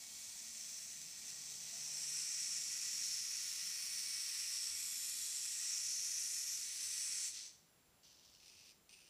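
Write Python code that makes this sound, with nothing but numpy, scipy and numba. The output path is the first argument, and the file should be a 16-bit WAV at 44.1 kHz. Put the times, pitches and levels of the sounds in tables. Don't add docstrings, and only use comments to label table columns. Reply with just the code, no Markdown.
import sys
import numpy as np
from scipy import signal
from scipy.fft import rfft, irfft
from scipy.io import wavfile
from scipy.ndimage import uniform_filter1d
from numba import njit

SR = 44100
rng = np.random.default_rng(int(sys.argv[2]) if len(sys.argv) > 2 else 0)


def master_out(mix):
    frames = np.transpose(np.atleast_2d(mix))
    ceiling = np.clip(frames, -1, 1)
    pcm = np.round(ceiling * 32767).astype(np.int16)
    wavfile.write(sys.argv[1], SR, pcm)


N = 400869
TIME_S = np.arange(N) / SR


def undb(db):
    return 10 ** (np.asarray(db) / 20)


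def unit(x):
    return x / np.sqrt(np.mean(x ** 2))


def curves(table, outside=None):
    time_s, *columns = np.transpose(table)
    return [np.interp(TIME_S, time_s, column, outside, outside) for column in columns]


def gate(start_s, length_s, edge_s):
    return np.clip(np.minimum(TIME_S - start_s, start_s + length_s - TIME_S) / edge_s, 0, 1)


def walk(rate_hz):
    hold = int(SR / rate_hz)
    steps = np.repeat(rng.standard_normal(N // hold + 1), hold)
    return 1.35 * uniform_filter1d(uniform_filter1d(steps, hold), hold)[:N]


@njit
def bandpass(x, hz, width_hz):
    y, band_state, low_state = np.empty(len(x)), 0., 0.
    for i in range(len(x)):
        g, damping = np.tan(np.pi * hz[i] / SR), width_hz / hz[i]
        band = (band_state + g * (x[i] - low_state)) / (1 + g * (g + damping))
        band_state, low_state = 2 * band - band_state, low_state + 2 * g * band
        y[i] = damping * band
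    return y


def resonance(x, hz, width_hz):
    hz, width_hz = hz * np.ones(len(x)), float(width_hz)
    return unit(bandpass(bandpass(x, hz, width_hz), hz, width_hz))


def struck(teeth, hz, width_hz):
    return resonance(teeth * rng.choice((-1., 1.), N)[:len(teeth)], hz, width_hz)


def body(teeth, modes):
    return unit(sum(undb(db) * struck(teeth, hz, 2 * half_width_hz) for hz, half_width_hz, db in modes))


def rattle(turns, knocks_per_s, scatter_db, throb, hiss_db):
    knocks = (rng.random(N) < knocks_per_s / SR) * undb(scatter_db * rng.standard_normal(N))
    angle = 2 * np.pi * turns
    bunching = 1 + throb * np.cos(angle) + 0.54 * throb * np.cos(3 * angle)
    return bunching * (unit(knocks) + undb(hiss_db) * rng.standard_normal(N))


# frequency_hz, relative_density_db
ROOM_SPECTRUM = [(15, -27), (25, -8), (156, -3.5), (282, -6.5), (784, -10.5), (1050, -11.5),
                 (1240, -13.5), (1760, -14), (7120, -16), (8840, -19.5), (9840, -15.5),
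                 (10700, -20.5), (15600, -17)]

def room_tone(level_db=-71.5):
    hz, db = np.transpose(ROOM_SPECTRUM)
    bins_hz = np.maximum(np.fft.rfftfreq(N, 1 / SR), 1)
    colour = undb(np.interp(np.log(bins_hz), np.log(hz), db))
    hiss = unit(irfft(rfft(rng.standard_normal(N)) * colour, N))
    bass = undb(-17.5 + 3.4 * walk(5.1)) * resonance(rng.standard_normal(N), 76.7, 30)
    return undb(level_db) * (hiss + bass)


# time_s, low_band_db, upper_band_db
RUMBLE_LEVELS = [(0.0, -79, -76.5), (0.81, -79, -81.5), (1.39, -75, -78.5), (1.95, -78, -72),
                 (2.28, -84, -84), (2.74, -80, -84), (3.3, -82.5, -93), (4.2, -83, -91)]

def rumble():
    low_db, upper_db = curves(RUMBLE_LEVELS, outside=-120)
    low = resonance(rng.standard_normal(N), 189, 140)
    upper = resonance(rng.standard_normal(N), 740, 560)
    return undb(low_db) * low + undb(upper_db) * upper


# start_s, length_s, fundamental_db, second_harmonic_db, third_harmonic_db
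HUM_SWELLS = [(0.9, 0.25, -77.5, -92, -92), (1.25, 0.49, -74.5, -92, -82), (1.738, 0.534, -73, -89, -84.5),
              (2.3, 0.85, -80.5, -85.5, -92)]

def hum(pitch_hz=146):
    cycles = pitch_hz * np.cumsum(1 + 0.0034 * walk(4.9)) / SR
    harmonics = [undb(1.8 * walk(14)) * np.sin(2 * np.pi * k * cycles) for k in (1, 2, 3)]
    out = np.zeros(N)
    for start_s, length_s, *levels_db in HUM_SWELLS:
        tone = sum(undb(db) * harmonic for db, harmonic in zip(levels_db, harmonics))
        out += gate(start_s, length_s, edge_s=0.08) * tone
    return np.sqrt(2) * out


# start_s, gain_db, pitch_hz
BUMPS_AND_RING = [(0.1, -72, 220), (1.72, -63.5, 683), (3.62, -67, 173), (4.689, -66, 72.7),
                  (5.169, -70, 83.4), (6.498, -76, 150), (6.839, -69, 75.4), (7.597, -70.5, 164.5),
                  (8.549, -71, 86.1)]

def bumps_and_ring():
    out, t = np.zeros(N), np.arange(SR // 4) / SR
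    envelope = t / 0.043 * np.exp(1 - t / 0.025)
    for start_s, gain_db, pitch_hz in BUMPS_AND_RING:
        tone = undb(gain_db) * envelope * np.sin(2 * np.pi * pitch_hz * t)
        i = int(start_s * SR)
        out[i:i + len(t)] += tone[:N - i]
    return out


# pitch_hz, level_db
WHINE_TONES = [(7345, -85), (14680, -95)]
# start_s, length_s, level_db
WHISTLE_EVENTS = [(7.53, .07, -87), (7.66, .14, -86), (7.85, .05, -86), (7.955, .065, -86), (8.42, .1, -89),
                  (8.62, .06, -89), (8.9, .19, -87)]

def electronics(whistle_hz=10180, sag_hz_per_s=1100):
    drifting_s = np.cumsum(1 + 0.0012 * walk(30)) / SR
    out = sum(undb(db + 0.91 * walk(20)) * np.sin(2 * np.pi * hz * drifting_s) for hz, db in WHINE_TONES)
    for start_s, length_s, level_db in WHISTLE_EVENTS:
        age_s = TIME_S - start_s
        cycles = whistle_hz * age_s - sag_hz_per_s * age_s ** 2 / 2
        out += undb(level_db) * gate(start_s, length_s, edge_s=0.004) * np.sin(2 * np.pi * cycles)
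    return np.sqrt(2) * out


# centre_hz, half_width_hz, relative_db
TWITCH_MODES = [(3600, 1300, -4), (4620, 600, -3.5), (5300, 410, -2), (6360, 800, -7), (7440, 1100, -10),
                (10200, 2500, -14.5), (12800, 1500, -18)]
# chassis_hz, chassis_relative_db, ring_relative_db, bracket_relative_db
TWITCH_EVENTS = [(8.032, 0.36, -69.5, 7, 1.5, 0.81, 2970, -13.5, -7, -24),
                 (8.4, 0.32, -67, 3, 5, 0.76, 2630, -7.5, -7.5, -12),
                 (8.893, 0.2, -71.5, 6, 6, 0.17, 2650, -2, -7, -5.5)]

def twitches(pulse_hz=100, jolt_s=0.008, release_db_per_s=650):
    teeth = rattle(pulse_hz * TIME_S, knocks_per_s=600, scatter_db=3.5, throb=0.2, hiss_db=-1)
    teeth *= undb(1.2 * walk(40))
    core = body(teeth, TWITCH_MODES)
    ring, bracket = struck(teeth, 5950, 260), struck(teeth, 8870, 600)
    out = np.zeros(N)
    for start_s, length_s, level_db, jolt_db, swell_db, peak_fraction, *colour in TWITCH_EVENTS:
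        chassis_hz, chassis_db, ring_db, bracket_db = colour
        age_s = np.maximum(TIME_S - start_s, 0)
        envelope_db = level_db + jolt_db * np.exp(-age_s / jolt_s)
        envelope_db += np.interp(age_s, (0, peak_fraction * length_s, length_s), (0, swell_db, 0))
        envelope_db -= release_db_per_s * np.maximum(age_s - length_s, 0)
        chassis = struck(teeth, chassis_hz, 650)
        parts = core + undb(chassis_db) * chassis + undb(ring_db) * ring + undb(bracket_db) * bracket
        out += (TIME_S >= start_s) * undb(envelope_db) * parts
    return out


SHAFT_MULTIPLES = [1, 3, 5, 15, 18, 21, 54, 57, 60, 63, 69]
# far_db, near_db; one row per multiple
SHAFT_TONE_LEVELS = [(-85, -95), (-88, -96), (-89, -90), (-79, -79), (-76, -82), (-76, -90), (-85, -94),
                     (-80, -80), (-82, -90), (-81, -80), (-96, -81)]

def shaft_tones(turns, arrival_s=(1.96, 2)):
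    nearness = np.interp(TIME_S, arrival_s, (0, 1))
    out = np.zeros(N)
    for multiple, (far_db, near_db) in zip(SHAFT_MULTIPLES, SHAFT_TONE_LEVELS):
        level_db = far_db + nearness * (near_db - far_db) + 2.2 * walk(6)
        out += undb(level_db) * np.sin(2 * np.pi * (multiple * turns + 0.42 * walk(12)))
    return np.sqrt(2) * out


# time_s, tooth_rate_peak_db, octave_peak_db
PINION_LEVELS = [(0.0, -69.5, -79), (1.0, -77.5, -78), (1.9, -75, -71), (2.2, -71, -64), (3.6, -68, -61.5),
                 (3.95, -65.5, -60), (4.4, -65, -59.5), (4.6, -78, -62), (4.74, -62, -64), (5.05, -77, -72),
                 (5.93, -78, -61.5), (6.55, -80, -69), (6.66, -63, -69), (7.28, -70, -59)]

def pinion(turns, tooth_count=10):
    return sum(undb(db) * np.sin(2 * np.pi * (k * tooth_count * turns + 0.18 * walk(12)))
               for k, db in zip((1, 2), curves(PINION_LEVELS)))


# start_s, length_s, start_hz, end_hz, width_hz, level_db
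SIZZLE_BANDS = [(2.75, 1.6, 15350, 15350, 350, -73), (3.3, 1.3, 14700, 14700, 800, -72),
                (3.6, 1.0, 12000, 12000, 900, -69), (4.601, 0.96, 3400, 3400, 250, -66),
                (4.701, 0.62, 11770, 11800, 1000, -58), (4.9, 0.5, 3950, 4000, 350, -63.5),
                (5.6, 0.75, 15350, 15350, 350, -77), (5.719, 0.95, 10900, 11500, 1000, -59.5),
                (6.751, 0.6, 9600, 10100, 900, -59)]

def sizzle(teeth):
    out = np.zeros(N)
    for start_s, length_s, start_hz, end_hz, width_hz, level_db in SIZZLE_BANDS:
        i, j = int(start_s * SR), int((start_s + length_s) * SR)
        band = struck(teeth[i:j], np.linspace(start_hz, end_hz, j - i), width_hz)
        out[i:j] += undb(level_db) * gate(start_s, length_s, edge_s=0.1)[i:j] * band
    return out


# centre_hz, half_width_hz, relative_db
CHASSIS_MODES = [(1110, 106, -12.5), (1388, 150, -8), (1603, 290, -6), (1924, 123, 2), (2032, 55, -7),
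                 (2480, 313, 6.5), (2800, 470, 1.5)]
GEARBOX_MODES = [(3355, 440, -0.5), (3755, 260, -6.5), (4486, 860, 9.5)]
BRUSH_MODES = [(12700, 600, -2), (13600, 1800, 0), (14150, 350, -5), (14800, 1000, -1)]
# time_s, chassis_db, gearbox_db, brush_db
BODY_LEVELS = [(0.0, -68, -62, -69), (0.75, -65, -60, -68), (1.0, -66.5, -62, -70), (1.55, -66, -60.5, -71),
               (2.13, -60.5, -56.5, -71), (3.0, -60, -56, -69), (3.9, -60, -55, -71),
               (4.3, -58.5, -53.5, -68), (4.7, -60.5, -56, -69.5), (5.3, -60.5, -55.5, -68),
               (5.9, -61, -56, -70), (6.6, -61, -57.5, -69), (7.27, -59.5, -54, -70)]
# time_s, main_hz, upper_hz, main_db, upper_db, bracket_db, top_db
SHELL_FACES = [(0.0, 5970, 7300, -58, -57.5, -66, -68), (0.75, 5980, 7450, -51.5, -54, -65, -68.5),
               (1.0, 6000, 7470, -56, -56.5, -67.5, -69.5), (1.6, 5950, 7490, -52.5, -55, -68, -70.5),
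               (2.13, 5730, 7750, -45.5, -49, -58.5, -62.5), (3.01, 5660, 6900, -45.5, -49, -59, -60.5),
               (3.8, 5640, 7200, -47.5, -53, -56, -58.5), (4.1, 5600, 7750, -46, -51.5, -51.5, -60),
               (4.68, 5580, 7730, -46, -48, -61, -59.5), (4.87, 5580, 7460, -50.5, -46, -56, -58.5),
               (5.1, 5560, 7240, -50, -48.5, -52.5, -56.5), (5.58, 5750, 7700, -48, -47, -64, -60),
               (5.7, 5740, 7470, -44.5, -47.5, -59.5, -62), (5.95, 5800, 6850, -44, -48.5, -57, -60),
               (6.31, 5880, 6920, -45.5, -48, -51, -60), (6.5, 5820, 6900, -46.5, -48.5, -57.5, -62),
               (6.71, 5970, 7500, -50.5, -52, -57.5, -61), (7.0, 5840, 7860, -46.5, -48.5, -56, -60),
               (7.27, 5960, 7480, -45.5, -46.5, -57.5, -61)]
# time_s, centre_hz
TOP_RESONANCE = [(1.2, 10000), (2.0, 10500), (4.3, 10660), (6.5, 10440), (7.0, 9900)]
# time_s, relative_db
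RUN_DOWN_LEVELS = [(7.275, 0), (7.322, -13), (7.346, -6), (7.464, -12), (7.54, -26.5), (7.632, -37),
                   (7.7, -38)]

def shell(teeth, stop_s):
    main_hz, upper_hz, main_db, upper_db, bracket_db, top_db = curves(SHELL_FACES)
    chassis_db, gearbox_db, brush_db = curves(BODY_LEVELS)
    slack = np.interp(TIME_S, (stop_s, stop_s + 0.059), (0, 1))
    treble_db = -2.5 * slack
    parts = [(main_db - 1.5, resonance(struck(teeth, main_hz, 1500), main_hz, 1500)),
             (main_db - 7, struck(teeth, 5357, 440)),
             (upper_db + treble_db - 8.5, struck(teeth, 8070, 350)),
             (main_db - 11, struck(teeth, 6420, 400)),
             (top_db + treble_db - 3.5, struck(teeth, 11500, 3700)),
             (chassis_db + 2.5 * slack, body(teeth, CHASSIS_MODES)),
             (gearbox_db + 6.5 * slack, body(teeth, GEARBOX_MODES)),
             (upper_db + treble_db, struck(teeth, upper_hz, 2220)),
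             (bracket_db + treble_db, struck(teeth, 9070, 1000)),
             (top_db + treble_db, struck(teeth, curves(TOP_RESONANCE)[0], 1700)),
             (brush_db + treble_db, body(teeth, BRUSH_MODES))]
    ringing = sum(undb(db + 0.65 * walk(5)) * part for db, part in parts)
    scrape_db = 3.4 * np.exp(-((TIME_S - 1.3) / 0.028) ** 2)
    running = TIME_S < RUN_DOWN_LEVELS[-1][0]
    return running * undb(curves(RUN_DOWN_LEVELS)[0] + scrape_db) * ringing


# time_s, driven_turns_per_s
SHAFT_SPEED = [(0, 225.3), (0.4, 224.9), (0.7, 223.2), (1.05, 225.2), (1.85, 225.3), (2.2, 223.5),
               (2.45, 224.7), (2.8, 224.7), (3.15, 222.8), (3.5, 224.5), (4.0, 225.0), (4.25, 223.1),
               (5.0, 224.1), (5.65, 222.5), (5.85, 224.0), (6.15, 224.1), (6.45, 223.2), (7.3, 223.4)]

def drive(stop_s=7.3, coast_s=0.15):
    speed_fraction = np.exp(-np.maximum(TIME_S - stop_s, 0) / coast_s)
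    turns = np.cumsum(curves(SHAFT_SPEED)[0] * speed_fraction * (1 + 0.00077 * walk(40))) / SR
    teeth = rattle(turns, knocks_per_s=4000, scatter_db=4.14, throb=0.12, hiss_db=0.94)
    teeth *= undb(0.42 * walk(25.03) + 0.33 * walk(6.9))
    gears = shell(teeth, stop_s) + sizzle(teeth)
    return gears + speed_fraction ** 4 * (shaft_tones(turns) + pinion(turns))


def echoes(direct, t60_s=0.35, renew_s=0.25, wet_db=-7):
    hop, t = int(renew_s * SR), np.arange(SR // 2) / SR
    decay = np.exp(-np.log(1000) * t / t60_s) * (t > 0.004)
    window = np.sin(np.pi * np.arange(2 * hop) / (2 * hop))
    padded = np.pad(direct, (hop, 2 * hop))
    out = np.zeros(N + 4 * hop + len(t))
    for i in range(0, N + hop, hop):
        tail = signal.fftconvolve(padded[i:i + 2 * hop] * window, decay * rng.standard_normal(len(t)))
        out[i:i + len(tail)] += tail
    return undb(wet_db) * out[hop:hop + N] / np.sqrt(np.sum(decay ** 2))


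def scene():
    robot = drive() + twitches()
    mix = robot + echoes(robot) + electronics() + hum() + rumble() + bumps_and_ring() + room_tone()
    return np.tile(mix, (2, 1))


def record(dry):
    return signal.sosfilt(signal.ellip(12, 0.2, 70, 15520, fs=SR, output="sos"), dry)


dry = scene()
out = record(dry)
master_out(out)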